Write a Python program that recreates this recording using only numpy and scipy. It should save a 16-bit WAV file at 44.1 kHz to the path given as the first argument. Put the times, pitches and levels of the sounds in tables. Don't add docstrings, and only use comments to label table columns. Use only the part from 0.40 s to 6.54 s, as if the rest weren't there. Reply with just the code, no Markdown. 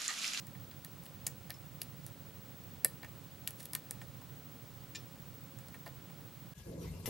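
import sys
import numpy as np
from scipy import signal
from scipy.fft import rfft, irfft, next_fast_len
from scipy.io import wavfile
from scipy.ndimage import map_coordinates

SR = 44100
rng = np.random.default_rng(int(sys.argv[2]) if len(sys.argv) > 2 else 0)


def wrap_up_sound(samples):
    columns = np.atleast_2d(samples).T
    tamed = np.clip(columns, -1, 1)
    steps = np.round(tamed * 32767).astype(np.int16)
    wavfile.write(sys.argv[1], SR, steps)


N = 270641
T = np.arange(SR // 4) / SR


def amp(db):
    return 10 ** (np.asarray(db) / 20)


def unit(x):
    return x / np.sqrt(np.mean(x ** 2) + 1e-20)


def packet(x):
    return x / (np.linalg.norm(x) + 1e-12)


def along(points, hz):
    f, v = np.transpose(points)
    return np.interp(np.log(hz + 1), np.log(f + 1), v)


def fade(t, t60):
    return np.exp(-np.log(1000) * t / t60)


def wobble(rate_hz):
    knots = rng.standard_normal(int(N * rate_hz / SR) + 4)
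    return map_coordinates(knots, [np.arange(N) * rate_hz / SR])


def filtered(x, response):
    size = next_fast_len(N + SR // 2)
    hz = np.fft.rfftfreq(size, 1 / SR)
    return irfft(rfft(x, size) * response(hz), size)[..., :N]


# f/Hz, left-right correlation
BACKGROUND_CORRELATION = [(30, .4), (70, .92), (150, .96), (400, .88), (1500, .94), (3200, .97), (5500, .5),
                          (14000, .55)]
# f/Hz, left minus right level/dB
BACKGROUND_BALANCE = [(60, -10), (120, -16), (240, -3.5), (480, -3), (950, 0.5), (1890, 0.0), (3770, 0),
                      (7520, 0), (15000, 0)]


def background(spectrum):
    def mid_side_gain(hz):
        angle = np.arccos(np.clip(along(BACKGROUND_CORRELATION, hz), -1, 1)) / 2
        return amp(along(spectrum, hz)) * np.array([np.cos(angle), np.sin(angle)])

    def balance_gain(hz):
        return amp(along(BACKGROUND_BALANCE, hz) * np.array([[.5], [-.5]]))

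    mid, side = filtered(rng.standard_normal((2, N)), mid_side_gain)
    return unit(filtered(np.array([mid + side, mid - side]), balance_gain))


def tones(lines, drift_rad, waver_db):
    t = np.arange(N) / SR
    total = np.zeros((2, N))
    for hz, db, pan_db in lines:
        level_db = db + pan_db * np.array([[.5], [-.5]]) + waver_db * wobble(4.85)
        phase = 2 * np.pi * hz * t + drift_rad * wobble(4.05)
        total += np.sqrt(2) * amp(level_db) * np.sin(phase)
    return total


# f/Hz, relative level/dB
FAN_RUMBLE = [(20, -28), (40, -20.5), (55, -23), (80, -9), (100, -5), (120, -7.5), (138, -1.5), (155, -5.5),
              (175, -3.5), (205, -9.5), (270, -11), (340, -19), (500, -40), (900, -82)]
# f/Hz, level/dB rms, left minus right level/dB
FAN_HUM = [(119, -65.5, -11), (140.4, -66.5, -8), (278.3, -76, -10), (309, -75.5, 3), (543, -75, 3),
           (1050, -83, -12)]


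def fan():
    return amp(-53.5) * background(FAN_RUMBLE) + tones(FAN_HUM, drift_rad=0.62, waver_db=2.0)


# f/Hz, relative level/dB
AIR_COLOUR = [(210, -12), (350, -2), (450, -1.5), (561, -2), (656, -7), (733, -5), (1140, -8.5), (1350, -7),
              (1560, -10.5), (2500, -12.5), (3260, -12), (9210, -17), (14100, -19), (15000, -41)]


def hiss():
    return amp(-60.0 + 0.13 * wobble(2.34)) * background(AIR_COLOUR)


# f/Hz, level/dB rms, left minus right level/dB
TUBE_LINES = [(15734.3, -60, 0), (15747.6, -66.5, 0), (15674.4, -75, 0), (15614.5, -80, 0), (15777, -80, 0)]
# f/Hz, relative level/dB
TUBE_FIZZ = [(11000, -60), (13500, -30), (14400, -15), (15050, -9), (15350, 0), (15780, 1), (15900, -40),
             (17000, -80)]


def tube():
    return tones(TUBE_LINES, drift_rad=0.066, waver_db=-1.0) + amp(-72) * background(TUBE_FIZZ)


def coloured(push, colour, centre_hz=None, focus_db=0):
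    half = len(T)
    hz = np.fft.rfftfreq(2 * half, 1 / SR)
    db = along(colour, hz)
    if centre_hz:
        db = db + focus_db * np.exp(-(4 * np.log2((hz + 1) / centre_hz)) ** 2)
    cepstrum = irfft(np.log(amp(db)))
    cepstrum[1:half] *= 2
    cepstrum[half + 1:] = 0
    response = np.exp(rfft(cepstrum))
    return packet(irfft(response * rfft(push, 2 * half))[:half])


def favoured(modes, centre_hz, focus_db, octaves):
    return [(hz, db + focus_db * np.exp(-(np.log2(hz / centre_hz) / octaves) ** 2), t60)
            for hz, db, t60 in modes]


def ring(modes, attack_s, scatter_db):
    hz, db, t60 = np.transpose(modes)[:, :, None]
    phase = 2 * np.pi * rng.random(hz.shape)
    strength = amp(db + scatter_db * rng.standard_normal(hz.shape))
    swell = np.sqrt(np.minimum(T / attack_s, 1))
    envelope = swell * fade(np.maximum(T - attack_s, 0), t60)
    return packet(np.sum(strength * envelope * np.sin(2 * np.pi * hz * T + phase), axis=0))


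def chatter(length_s):
    envelope = (1 - np.exp(-T / 0.00004)) * np.exp(-(T / max(length_s, 1e-4)) ** 1.17)
    burst = packet(rng.standard_normal(len(T)) * envelope)
    snap = signal.unit_impulse(len(T), round(.00025 * SR))
    snap_share = np.exp(-length_s / .0011)
    push = np.sqrt(snap_share) * snap + np.sqrt(1 - snap_share) * burst
    for _ in range(3):
        even = irfft(np.exp(1j * np.angle(rfft(push))), len(T))
        push = even * np.exp(-(T / (2 * max(length_s, 3e-4))) ** 4)
    return push


# f/Hz, relative level/dB
TICK_COLOUR = [(3000, -54), (5500, -1), (6800, 1), (9000, 0), (12700, -0.5), (14000, 2.5), (15500, -8),
               (17000, -22)]
CLACK_COLOUR = [(1000, -16.5), (2200, -8.5), (2900, -9), (3700, -5), (4800, -2.5), (5700, -16.5),
                (7500, -13), (14000, -20)]
KNOCK_COLOUR = [(120, -2), (300, 8), (450, 2.5), (700, 3.5), (1000, -8), (1400, 1.5), (2500, -10)]
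# f/Hz, relative level/dB, t60/s
PIN_MODES = [(4950, -17, .004), (6950, -22, .004), (7750, -11.5, .007), (8500, -7, .005),
             (10620, -13, .008), (11250, 0, .005), (11750, -16, .005), (13160, -8.5, .007),
             (14450, -19, .007), (15200, -14, .005)]
CHAMBER_MODES = [(2450, -4, .01), (2950, -1, .016), (3500, -6, .008), (4050, -6, .008), (4600, -1, .009),
                 (5030, 1.5, .01), (5650, -5, .006)]
LOCK_MODES = [(1209, -14, .05), (1522, -16, .04), (1597, -16, .04), (1760, -2, .014), (1827, 0, .052),
              (1925, -11, .03), (2068, -9, .04), (2200, -4, .014), (2282, -10, .045), (2350, -10, .04),
              (2570, -14, .035), (2791, -12, .045), (3360, -15, .05), (4090, -16, .06)]
SHELL_MODES = [(320, -7, .059), (451, 0, .073), (545, -3.5, .07), (677, -1.5, .045), (820, -1.5, .03),
               (1013, 0, .02), (1226, -7, .034), (1450, -3, .025)]


def contact(length_s, tick_hz, tick_db, clack_hz, clack_db, body_db, shell_hz, shell_db):
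    pin_share = np.clip(.06 + .8 * amp(tick_db - 3) ** 2, 0, .88)
    tick = coloured(chatter(2.3 * length_s), TICK_COLOUR, tick_hz, focus_db=10)
    tick = amp(tick_db) * np.sqrt(1 - pin_share) * tick
    pin = amp(tick_db) * np.sqrt(pin_share) * ring(PIN_MODES, attack_s=.9 * length_s, scatter_db=.7)

    chamber_share = .25
    crack = coloured(chatter(1.95 * length_s), CLACK_COLOUR, clack_hz, focus_db=6.5)
    chamber_modes = favoured(CHAMBER_MODES, clack_hz, focus_db=7, octaves=.3)
    chamber = ring(chamber_modes, attack_s=.4 * length_s, scatter_db=1)
    clack = amp(clack_db) * (np.sqrt(1 - chamber_share) * crack + np.sqrt(chamber_share) * chamber)

    echo_s, echo_db = .0118, -22
    echo = amp(echo_db) * np.pad(tick + clack, (round(echo_s * SR), 0))[:len(T)]

    lock = amp(body_db) * ring(LOCK_MODES, attack_s=.0033, scatter_db=1)

    shell_modes = favoured(SHELL_MODES, shell_hz, focus_db=11, octaves=.55)
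    hollow = ring(shell_modes, attack_s=.0048, scatter_db=1.5)
    thud = coloured(chatter(0.015), KNOCK_COLOUR, shell_hz, focus_db=6.5)
    shell = amp(shell_db) * (hollow + .7 * thud)
    return tick + pin + clack + echo + lock + shell


# f/Hz, relative level/dB
GRIT_COLOUR = [(500, -22), (1800, -6), (3500, -5), (5200, -2), (7000, -2), (11000, 0), (13500, -3),
               (15500, -14), (17000, -30)]


def scrape(length_s, db):
    stroke = np.sin(np.pi * np.minimum(T / length_s, 1))
    grains = rng.standard_normal(len(T)) * amp(6 * rng.standard_normal(len(T)))
    return amp(db) * coloured(stroke * grains, GRIT_COLOUR)


# f/Hz, relative level/dB, t60/s
PING_MODES = [(5335, 3, 0.059), (7348, -3, .04), (4027, -16, .04)]
# f/Hz, relative level/dB
RASP_COLOUR = [(1000, -25), (1900, -3), (2600, 0), (5700, 0), (7400, -1), (8200, -9), (12500, -12),
               (14500, -30)]


def ping(db):
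    tone = ring(PING_MODES, attack_s=.001, scatter_db=1)
    rasp = coloured(chatter(.006), RASP_COLOUR)
    return amp(db) * (tone + amp(-8) * rasp)


# f/Hz, relative level/dB, t60/s
BLADE_MODES = [(1782, 2, .06), (2424, 1.5, .09), (2566, -8, .1), (2817, -3, .08), (3133, -7, .09),
               (3208, -9, .09), (3506, -4.5, .12), (3698, -2.5, .1), (3925, -8, .08), (4050, -5, .07),
               (4085, -3.5, .1), (4665, -3.5, .1), (4990, -5, .06), (5148, -6, .09), (5373, -1, .13),
               (5540, -6, .07), (5645, -8, .09), (6060, -3.5, .12), (6926, -4, .045), (7120, 1.5, .03),
               (7297, 5.5, .045), (7500, -9, .04)]


def twang(db, slip_s):
    blade = ring(BLADE_MODES, attack_s=.5 * slip_s, scatter_db=.5)
    rasp = coloured(rng.standard_normal(len(T)) * np.exp(-(T / slip_s) ** 4), RASP_COLOUR)
    return amp(db) * (blade + amp(-7) * rasp)


# f/Hz, t60/s
ROOM_DECAY = [(200, 0.73), (1000, 0.11), (4000, 0.19), (11000, 0.16), (16000, 0.042)]


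def in_room(x, wet_db, bench_db, bench_delay_s, bench_t60_s, width):
    hz, t, z = signal.stft(rng.standard_normal((2, len(T))), SR, nperseg=256)
    decay = fade(t, along(ROOM_DECAY, hz)[:, None])
    tails = signal.istft(z * decay, SR, nperseg=256)[1][:, :len(T)]
    mid, side = [packet(tail * np.minimum(T / 0.0052, 1)) for tail in tails]
    tail = np.array([mid + width * side, mid - width * side])
    bench = packet(rng.standard_normal(len(T)) * fade(T, bench_t60_s) * (T > bench_delay_s))
    answer = amp(bench_db) * bench + amp(wet_db) * tail
    return x + signal.fftconvolve(x[None], answer, axes=1)[:, :len(T)]


def add(track, start_s, sound):
    part = track[:, max(round(start_s * SR), 0):][:, :len(T)]
    part += sound[..., :part.shape[1]]


# t/s, nominal contact length/s, tick f/Hz, tick level/dB, clack f/Hz, clack level/dB,
# lock body level/dB, shell f/Hz, shell level/dB
CONTACT_EVENTS = [(0.0693, 0.0009, 8500, -29.5, 5000, -44, -37, 800, -45),
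                  (0.149, .003, 9000, -50, 2900, -45, -32, 800, -34),
                  (0.3127, 0.0032, 9000, -42, 3500, -33, -47, 800, -53),
                  (0.4473, 0.0013, 11400, -21.5, 4850, -29.5, -36, 600, -37),
                  (0.636, .0008, 11700, -34, 4700, -50, -50, 800, -45),
                  (0.656, 0.0013, 11700, -31.5, 4700, -43, -42, 800, -42),
                  (0.663, .002, 10000, -38, 3220, -33.5, -45, 800, -39),
                  (0.8662, 0.0015, 7000, -9.5, 5100, -16.5, -32, 700, -29),
                  (0.8697, 0.00061, 9700, -12, 5000, -24, -25.5, 560, -38),
                  (0.876, .0025, 13000, -19, 4200, -31, -40, 600, -38),
                  (1.0965, .0014, 12000, -34, 4500, -43, -31, 700, -29),
                  (1.1048, 0.00054, 11500, -18.5, 4930, -18.5, -23.5, 600, -41),
                  (1.4169, 0.00032, 11200, -14.5, 2950, -20.5, -42, 800, -36),
                  (1.418, 0.0012, 12000, -20, 5100, -22, -37, 800, -37),
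                  (1.4308, .0016, 10000, -27.5, 5000, -47, -48, 560, -44),
                  (1.6643, 0.0013, 10800, -22.5, 4700, -38.5, -39, 800, -37.5),
                  (2.4465, 0.0017, 11800, 3.5, 5070, -14.5, -11, 470, -17),
                  (2.6304, 0.0017, 10000, -50, 4600, -31, -24, 846, -28),
                  (2.645, .0024, 7000, -36, 2900, -35, -23.5, 820, -32),
                  (3.075, 0.0011, 11300, -11, 2800, -16.5, -26, 700, -37),
                  (3.0802, 0.00089, 7500, -20, 4500, -30, -39, 700, -36),
                  (3.1072, .0008, 11200, -23, 2900, -33.5, -49, 800, -44),
                  (3.2043, .0018, 10500, -29, 3600, -36, -38, 800, -42),
                  (3.2285, .0006, 9000, -32, 4000, -42, -49, 800, -50),
                  (3.2303, .0006, 11000, -32, 4700, -35, -49, 800, -55),
                  (3.2553, 0.001, 11700, -20.5, 3500, -28.5, -46, 800, -54),
                  (3.3333, 0.0014, 11000, -15.5, 4700, -23, -29, 890, -30.5),
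                  (3.3505, 0.00083, 12300, -11, 3200, -15, -19, 1360, -25.5),
                  (3.3518, .001, 8640, -12.5, 4850, -33, -38, 800, -46),
                  (3.5095, 0.00074, 9100, -13.3, 4900, -26.5, -28.5, 850, -31.5),
                  (3.615, 0.0042, 6960, -36, 2880, -32, -27, 920, -34),
                  (3.815, .0026, 9000, -42, 2900, -48, -40, 1020, -32),
                  (5.188, 0.00052, 7400, -29.5, 5600, -44, -41, 800, -39),
                  (5.2835, .0015, 8800, -34, 5100, -37, -45, 800, -39),
                  (5.3425, .0016, 10200, -36, 2600, -47, -27, 1000, -34.5),
                  (5.3495, .0015, 9500, -41, 2200, -47, -33, 600, -36),
                  (5.462, .0008, 11800, -35, 4530, -33, -32, 1000, -27),
                  (5.4655, .003, 9000, -44, 2600, -40, -27.5, 700, -33),
                  (5.476, .0019, 12500, -36, 4800, -33, -47, 580, -29.5),
                  (5.7, .002, 9000, -45, 2900, -41, -41, 800, -39)]
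# t/s, length/s, level/dB
SCRAPE_EVENTS = [(.625, .054, -38), (1.655, 0.045, -30), (3.16, 0.11, -26.5), (3.192, 0.023, -25),
                 (3.61, 0.04, -35), (5.17, .064, -40)]
# t/s, level/dB
PING_EVENTS = [(1.14, -31)]
# t/s, level/dB, slip length/s
TWANG_EVENTS = [(4.5493, -14.5, 0.019)]


def picking():
    track = np.zeros((2, N))
    sources = [(CONTACT_EVENTS, contact), (SCRAPE_EVENTS, scrape),
               (PING_EVENTS, ping), (TWANG_EVENTS, twang)]
    for events, source in sources:
        for start_s, *settings in events:
            sound = in_room(source(*settings), wet_db=-18.5, bench_db=-18,
                            bench_delay_s=.006, bench_t60_s=.055, width=.6)
            add(track, start_s, sound)
    return track


def scene():
    lock_pan = amp([[.35], [-.35]])
    return fan() + hiss() + tube() + lock_pan * picking()


def record(dry):
    top_hz = 16200
    return filtered(dry, lambda hz: 1 / np.sqrt(1 + (hz / top_hz) ** 160))


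dry = scene()
out = record(dry)
wrap_up_sound(out)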